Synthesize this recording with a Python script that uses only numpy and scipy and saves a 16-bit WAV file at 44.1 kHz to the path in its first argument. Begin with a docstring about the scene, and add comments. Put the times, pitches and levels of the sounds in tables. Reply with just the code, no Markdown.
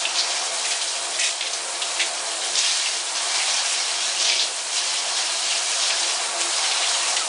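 """A shower hisses and patters on wet hair in a small tiled bathroom; lumps of water slap on the tub floor.
Spray is random impacts on its own level curve; patter adds ringing air pockets and follows the run-off.
Slaps are bursts of clicks and bubbles, answered by the tiles. Behind them drops drum on the tub through its
resonances and burble in the standing water; a soft low tub ring and a short falling plop are gliding tones.
One mono microphone."""
import sys
import numpy as np
from scipy import signal
from scipy.fft import rfft, irfft, next_fast_len
from scipy.io import wavfile
from scipy.ndimage import map_coordinates

SR = 44100
rng = np.random.default_rng(int(sys.argv[2]) if len(sys.argv) > 2 else 0)


def store_pcm(level_fs):
    """Save levels as 16-bit WAV."""
    pcm = np.round(np.clip(level_fs, -1, 1) * 32767).astype(np.int16)
    wavfile.write(sys.argv[1], SR, np.atleast_2d(pcm).T)


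N = 321048


def amp(db):
    """Decibels to gain."""
    return 10 ** (np.asarray(db) / 20)


def unit(x):
    """x scaled to rms 1."""
    return x / np.sqrt(np.mean(x ** 2) + 1e-20)


def along(points, f_hz):
    """(f/Hz, value) points interpolated on a log frequency axis."""
    point_hz, values = np.transpose(points)
    return np.interp(np.log(f_hz + 1), np.log(point_hz + 1), values)


def curves(rows):
    """One value per sample for each column after the time."""
    t_s, *columns = np.transpose(rows)
    return [np.interp(np.arange(N) / SR, t_s, column) for column in columns]


def wobble(rate_hz, size=N):
    """Smooth random curve through rate_hz random knots a second."""
    knots = rng.standard_normal(int(size * rate_hz / SR) + 4)
    return map_coordinates(knots, [np.arange(size) * rate_hz / SR])


def filtered(x, response):
    """x through a complex response of frequency."""
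    m = next_fast_len(len(x) + SR // 2)
    spectrum = rfft(x, m) * response(np.fft.rfftfreq(m, 1 / SR))
    return irfft(spectrum, m)[:len(x)]


def coloured(x, colour):
    """x weighted by a (f/Hz, level/dB) colour, at rms 1."""
    return unit(filtered(x, lambda f_hz: amp(along(colour, f_hz))))


def resonating(x, modes):
    """x through parallel (f/Hz, width/Hz, level/dB) resonances of alternating sign, at rms 1."""
    def body(f_hz):
        total = 0
        for k, (mode_hz, width_hz, level_db) in enumerate(modes):
            damping = 1j * f_hz * width_hz
            total = total + (-1) ** k * amp(level_db) * damping / (mode_hz ** 2 - f_hz ** 2 + damping)
        return total
    return unit(filtered(x, body))


def drops(rate_hz, spread_db, size=N):
    """Single-sample impacts of random moment, sign and size, at rms 1."""
    lands = rng.random(size) < rate_hz / SR
    sign = rng.choice([-1, 1], size)
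    return unit(lands * sign * amp(spread_db * np.clip(rng.standard_normal(size), -2, 2)))


def bubbles(starts_s, pitch_hz, scatter, cycles, spread_db, size):
    """Trapped air pockets: each rings for a few cycles, rising slightly in pitch."""
    chance = np.clip(rng.standard_normal((len(starts_s), 2)), -2, 2)
    f_hz = np.minimum(pitch_hz * np.exp(scatter * chance[:, :1]), SR / 3)
    step = np.arange(SR // 100)
    turns = f_hz * step / SR
    age = turns / cycles  # in decay constants
    tone = np.sin(2 * np.pi * turns * (1 + 0.027 * np.minimum(age, 2)))
    ring = amp(spread_db * chance[:, 1:]) * np.exp(-age) * tone
    where = (starts_s[:, None] * SR).astype(int) + step
    return np.bincount(where.ravel(), ring.ravel(), size)[:size]


def echo(x, wet_db):
    """x plus the tiles' answer from one spot (decaying noise), at about the same energy."""
    # tile reverberation: (f/Hz, t60/s)
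    tiles = [(200, 0.91), (1000, 0.23), (4000, 0.32), (10000, 0.23)]
    f_hz, t_s, noise = signal.stft(rng.standard_normal(SR // 2), SR, nperseg=256)
    decay = amp(-60 * t_s / along(tiles, f_hz)[:, None])
    tail = signal.istft(noise * decay, SR, nperseg=256)[1]
    path = amp(wet_db) * tail / np.linalg.norm(tail)
    path[0] += 1  # direct sound
    return signal.fftconvolve(x, path / np.linalg.norm(path))[:len(x)]


def spray():
    """Fine jets hiss on hair and tiles; heavier run-off patters and fizzes in uneven spurts."""
    # fine spray, changing as the head moves under the jets: (t/s, level/dB)
    hiss = [(0, -29.5), (0.3, -32.5), (0.71, -28), (0.95, -30.5), (1.17, -30), (1.4, -33.5), (1.8, -29.5),
            (2.3, -30.5), (2.7, -27), (3.06, -31), (3.36, -27.5), (4.05, -29), (4.6, -30.5), (4.85, -29),
            (5.9, -28), (6.22, -28.5), (6.44, -28), (7.28, -28)]
    # water running off the hair, swelling as the hands press it out: (t/s, flow re usual/dB)
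    runoff = [(0, 0.5), (0.5, -1), (1.0, -3), (1.7, -4.5), (2.06, -1), (2.22, -4), (2.38, -3), (2.7, 4),
              (3.06, -1.5), (3.44, 3.5), (4.1, 0.5), (4.42, 1.5), (4.52, -4.5), (4.82, 1), (5.6, 0.5),
              (5.85, 3), (6.34, -1), (6.72, 3), (7.28, -0.5)]
    # colour of the fine spray: (f/Hz, relative level/dB)
    mist_colour = [(150, -60.5), (600, -25.5), (1500, 1), (3000, -15.5), (5000, -5.5), (7200, 6.5),
                   (8700, 6.5), (10000, 4), (12000, -2.5)]
    # colour of the run-off drops: (f/Hz, relative level/dB)
    patter_colour = [(200, -62), (900, -15.5), (1700, -8), (2050, -7), (2400, -5.5), (3600, -2.5),
                     (5000, 0), (6500, 0), (8000, -7.5), (11000, -27.5)]
    # narrow ringing of the tiled corner: (f/Hz, width/Hz, relative level/dB)
    corner = [(2430, 17, 12.5), (2940, 16, 0), (3750, 35, 15.5), (4060, 63, -8), (4930, 46, -7),
              (5370, 45, -9)]
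    usual_db = -26.5  # patter level at the usual flow

    flow_db, = curves(runoff)
    mist_db, = curves(hiss)
    mist = coloured(drops(rate_hz=20000, spread_db=6.0), mist_colour)
    mist = mist * amp(mist_db + 1.2 * wobble(35))

    patter = np.zeros(N)
    for spot in range(3):  # each spot of the floor has its own echo
        starts_s = rng.uniform(0, N / SR, size=3000)
        fizz = bubbles(starts_s, pitch_hz=3600, scatter=0.399, cycles=6.7, spread_db=3.5, size=N)
        impacts = drops(rate_hz=1400, spread_db=4.5) + amp(-4.5) * unit(fizz)
        spurts = amp(2.44 * wobble(35))
        patter += echo(impacts * spurts, wet_db=2.5)
    ringing = resonating(drops(rate_hz=4900, spread_db=2.0), corner)
    heavy = coloured(patter, patter_colour) + amp(-18.5) * ringing
    return mist + heavy * amp(usual_db + flow_db)


def slaps():
    """Each lump of water breaks into a burst of clicks and bubbles that rings out in the stall."""
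    # lumps landing: (t/s, level before splash colour/dB, trapped air f/Hz, time scale/s, pitch spread/octaves)
    lumps = [(0.052, -17.5, 3000, .004, 0.37), (0.148, -26.5, 3700, .03, 1), (0.181, -20, 4500, .026, 0.33),
             (0.637, -28, 3430, .035, 1.2), (0.705, -25, 3000, .027, 1.4), (0.813, -26, 3900, .011, 0.67),
             (0.874, -29, 4800, 0.019, .4), (1.185, -22.5, 2830, 0.045, 1.5), (1.224, -23, 4000, .052, 1.3),
             (1.409, -18.5, 2870, 0.0032, 0.8), (1.42, -30, 2450, .028, 0.88),
             (1.458, -27, 3550, 0.014, 0.66), (1.532, -25, 4830, 0.0087, .5),
             (1.817, -23, 3530, 0.015, 0.68), (1.993, -18.5, 2350, .027, 1.2),
             (2.553, -21, 4230, 0.0071, 0.57), (2.574, -23, 4930, 0.033, 0.6),
             (2.628, -28.5, 3650, .07, .6), (2.857, -25.5, 2520, .02, 0.49), (3.388, -28, 2420, .035, 0.55),
             (3.465, -28.5, 2680, 0.022, 0.54), (4.198, -25.5, 4460, .04, 0.61),
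             (4.243, -23, 3920, .04, 0.73), (4.28, -22, 3330, .06, 0.81), (4.385, -22.5, 3840, .04, .5),
             (5.807, -28.5, 4000, 0.053, 0.87), (5.897, -25, 2890, .022, .8),
             (6.403, -25, 3760, 0.025, 1.4), (6.711, -24.5, 3270, .019, .6), (6.808, -27, 2800, .04, .6),
             (7.07, -30.5, 7500, .06, 0.76), (7.162, -22, 3460, .024, 1.1)]
    # colour of a splash: (f/Hz, gain/dB)
    splash_colour = [(300, -60), (1100, -27), (1500, -8), (1850, -1), (2300, 1.5), (5000, 1.5), (7000, 5),
                     (10000, 4)]
    scatter_per_octave = 0.26  # scatter of the pockets' natural-log pitch

    out = np.zeros(N + SR)
    t_s = np.arange(SR // 2) / SR
    size = len(t_s)
    for start_s, level_db, pitch_hz, length_s, octaves in lumps:
        starts_s = length_s * rng.beta(1.4, 3, size=70) * 1.7
        pockets = bubbles(starts_s, pitch_hz, scatter_per_octave * octaves, cycles=3.1, spread_db=4.5, size=size)

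        # the clicks are centred on the lump's pitch and share its spread
        def band(f_hz):
            return 1 / (1 + (np.log2((f_hz + 1) / pitch_hz) / octaves) ** 4)
        clicks = filtered(drops(rate_hz=6000, spread_db=3.5, size=size), band)
        gobs = amp(2.8 * wobble(170, size=size))  # the lump arrives in pieces
        swell = 1 - np.exp(-t_s / (0.25 * length_s))  # long spills build up, short lumps hit at once
        splatter = clicks * gobs * swell * np.exp(-t_s / (0.81 * length_s))

        burst = unit(unit(pockets) + unit(splatter))
        burst = burst * np.sqrt((length_s + 0.00093) / t_s[-1])  # energy grows with length
        out[round(start_s * SR):][:size] += amp(level_db) * echo(burst, wet_db=-4.0)
    return filtered(out[:N], lambda f_hz: amp(along(splash_colour, f_hz)))


def tub():
    """Drops drum on the tub floor and burble in the standing water, through tub and stall resonances."""
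    # jets that pass the body and reach the bare floor: (t/s, level/dB)
    drumming = [(0, -41), (0.48, -40), (0.78, -44.5), (1.08, -38), (1.36, -44.5), (1.6, -42), (2.54, -39),
                (2.74, -49.5), (2.95, -42.5), (3.7, -44), (4.44, -39.5), (4.6, -45), (4.92, -43.5),
                (5.06, -40.5), (5.2, -44), (5.7, -42.5), (6.34, -39.5), (6.6, -44), (7.28, -40.5)]
    # spray falling into the standing water: (t/s, level before the mix gains/dB)
    burbling = [(0, -35), (0.4, -33), (0.88, -37.5), (1.05, -36), (1.36, -38.5), (1.98, -35), (2.66, -37),
                (3.06, -37), (3.25, -32), (3.8, -35.5), (4.42, -36.5), (4.56, -38.5), (5.2, -33.5),
                (5.45, -36.5), (6.35, -32.5), (6.98, -31), (7.28, -34)]
    # tub and stall resonances: (f/Hz, width/Hz, relative level/dB)
    tub_modes = [(146, 12.7, -14.5), (214.8, 7, -9), (239, 12, -10.5), (303, 7.5, -12.5), (322, 17, -24.5),
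                 (342.9, 15.9, 2), (372, 29, -2.5), (449, 14, 4), (517.3, 19.6, 3.5), (546, 14.5, 5.5),
                 (612, 18.4, 4.5), (681, 16, 10.5)]
    # stall resonances over the standing water: (f/Hz, width/Hz, relative level/dB)
    stall_modes = [(672.7, 20.5, 2), (718.4, 11.7, 4.5), (765, 7.9, 5), (840.3, 12, -3), (854.3, 8.6, 2.5),
                   (944, 39, -1), (1026, 21, -0.5), (1129, 15, 2.5), (1242, 11.4, 2), (1386, 32, -1),
                   (1513, 9, 2), (1605, 27, 0)]
    # colour of drops in the standing water: (f/Hz, relative level/dB)
    puddle_colour = [(100, -81), (250, -17.5), (420, -13.5), (600, -3.5), (800, 1), (1100, 0), (1600, -4),
                     (2500, -4), (5000, -41), (11000, -52)]

    floor_db, = curves(drumming)
    water_db, = curves(burbling)
    drum = resonating(drops(rate_hz=2500, spread_db=3.5), tub_modes)
    drum = filtered(drum, lambda f_hz: 1 / (1 + (125 / (f_hz + 1)) ** 5))  # the tub radiates no deep bass
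    burble = coloured(drops(rate_hz=1800, spread_db=1), puddle_colour)
    stall = resonating(coloured(drops(rate_hz=2500, spread_db=-1), puddle_colour), stall_modes)
    standing_water = amp(-2.5) * burble + amp(-3) * stall
    return amp(floor_db) * drum + amp(water_db) * standing_water


def ring_and_plop():
    """A soft low ring of the tub and a short falling plop, each a gliding tone that swells and fades."""
    # ring, then plop: (t/s, peak level/dB, start f/Hz, glide/(Hz/s), length/s)
    tones = [(6.375, -41, 345, -20, .15), (7.197, -29, 1383, -3000, .048)]
    out = np.zeros(N)
    t_s = np.arange(N) / SR
    for start_s, level_db, pitch_hz, glide_hz_per_s, length_s in tones:
        age_s = np.clip(t_s - start_s, 0, length_s)
        swell = np.sin(np.pi * age_s / length_s)
        turns = (pitch_hz + 0.5 * glide_hz_per_s * age_s) * age_s
        out += amp(level_db) * swell * np.sin(2 * np.pi * turns)
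    return out


def scene():
    """All the water and the tub, alike in both channels."""
    water = spray() + slaps() + tub() + ring_and_plop()
    return np.array([water, water])


def record(dry):
    """The microphone channel keeps nothing from its band limit up."""
    top_hz = 10150
    return np.array([filtered(side, lambda f_hz: f_hz < top_hz) for side in dry])


dry = scene()
out = record(dry)
store_pcm(out)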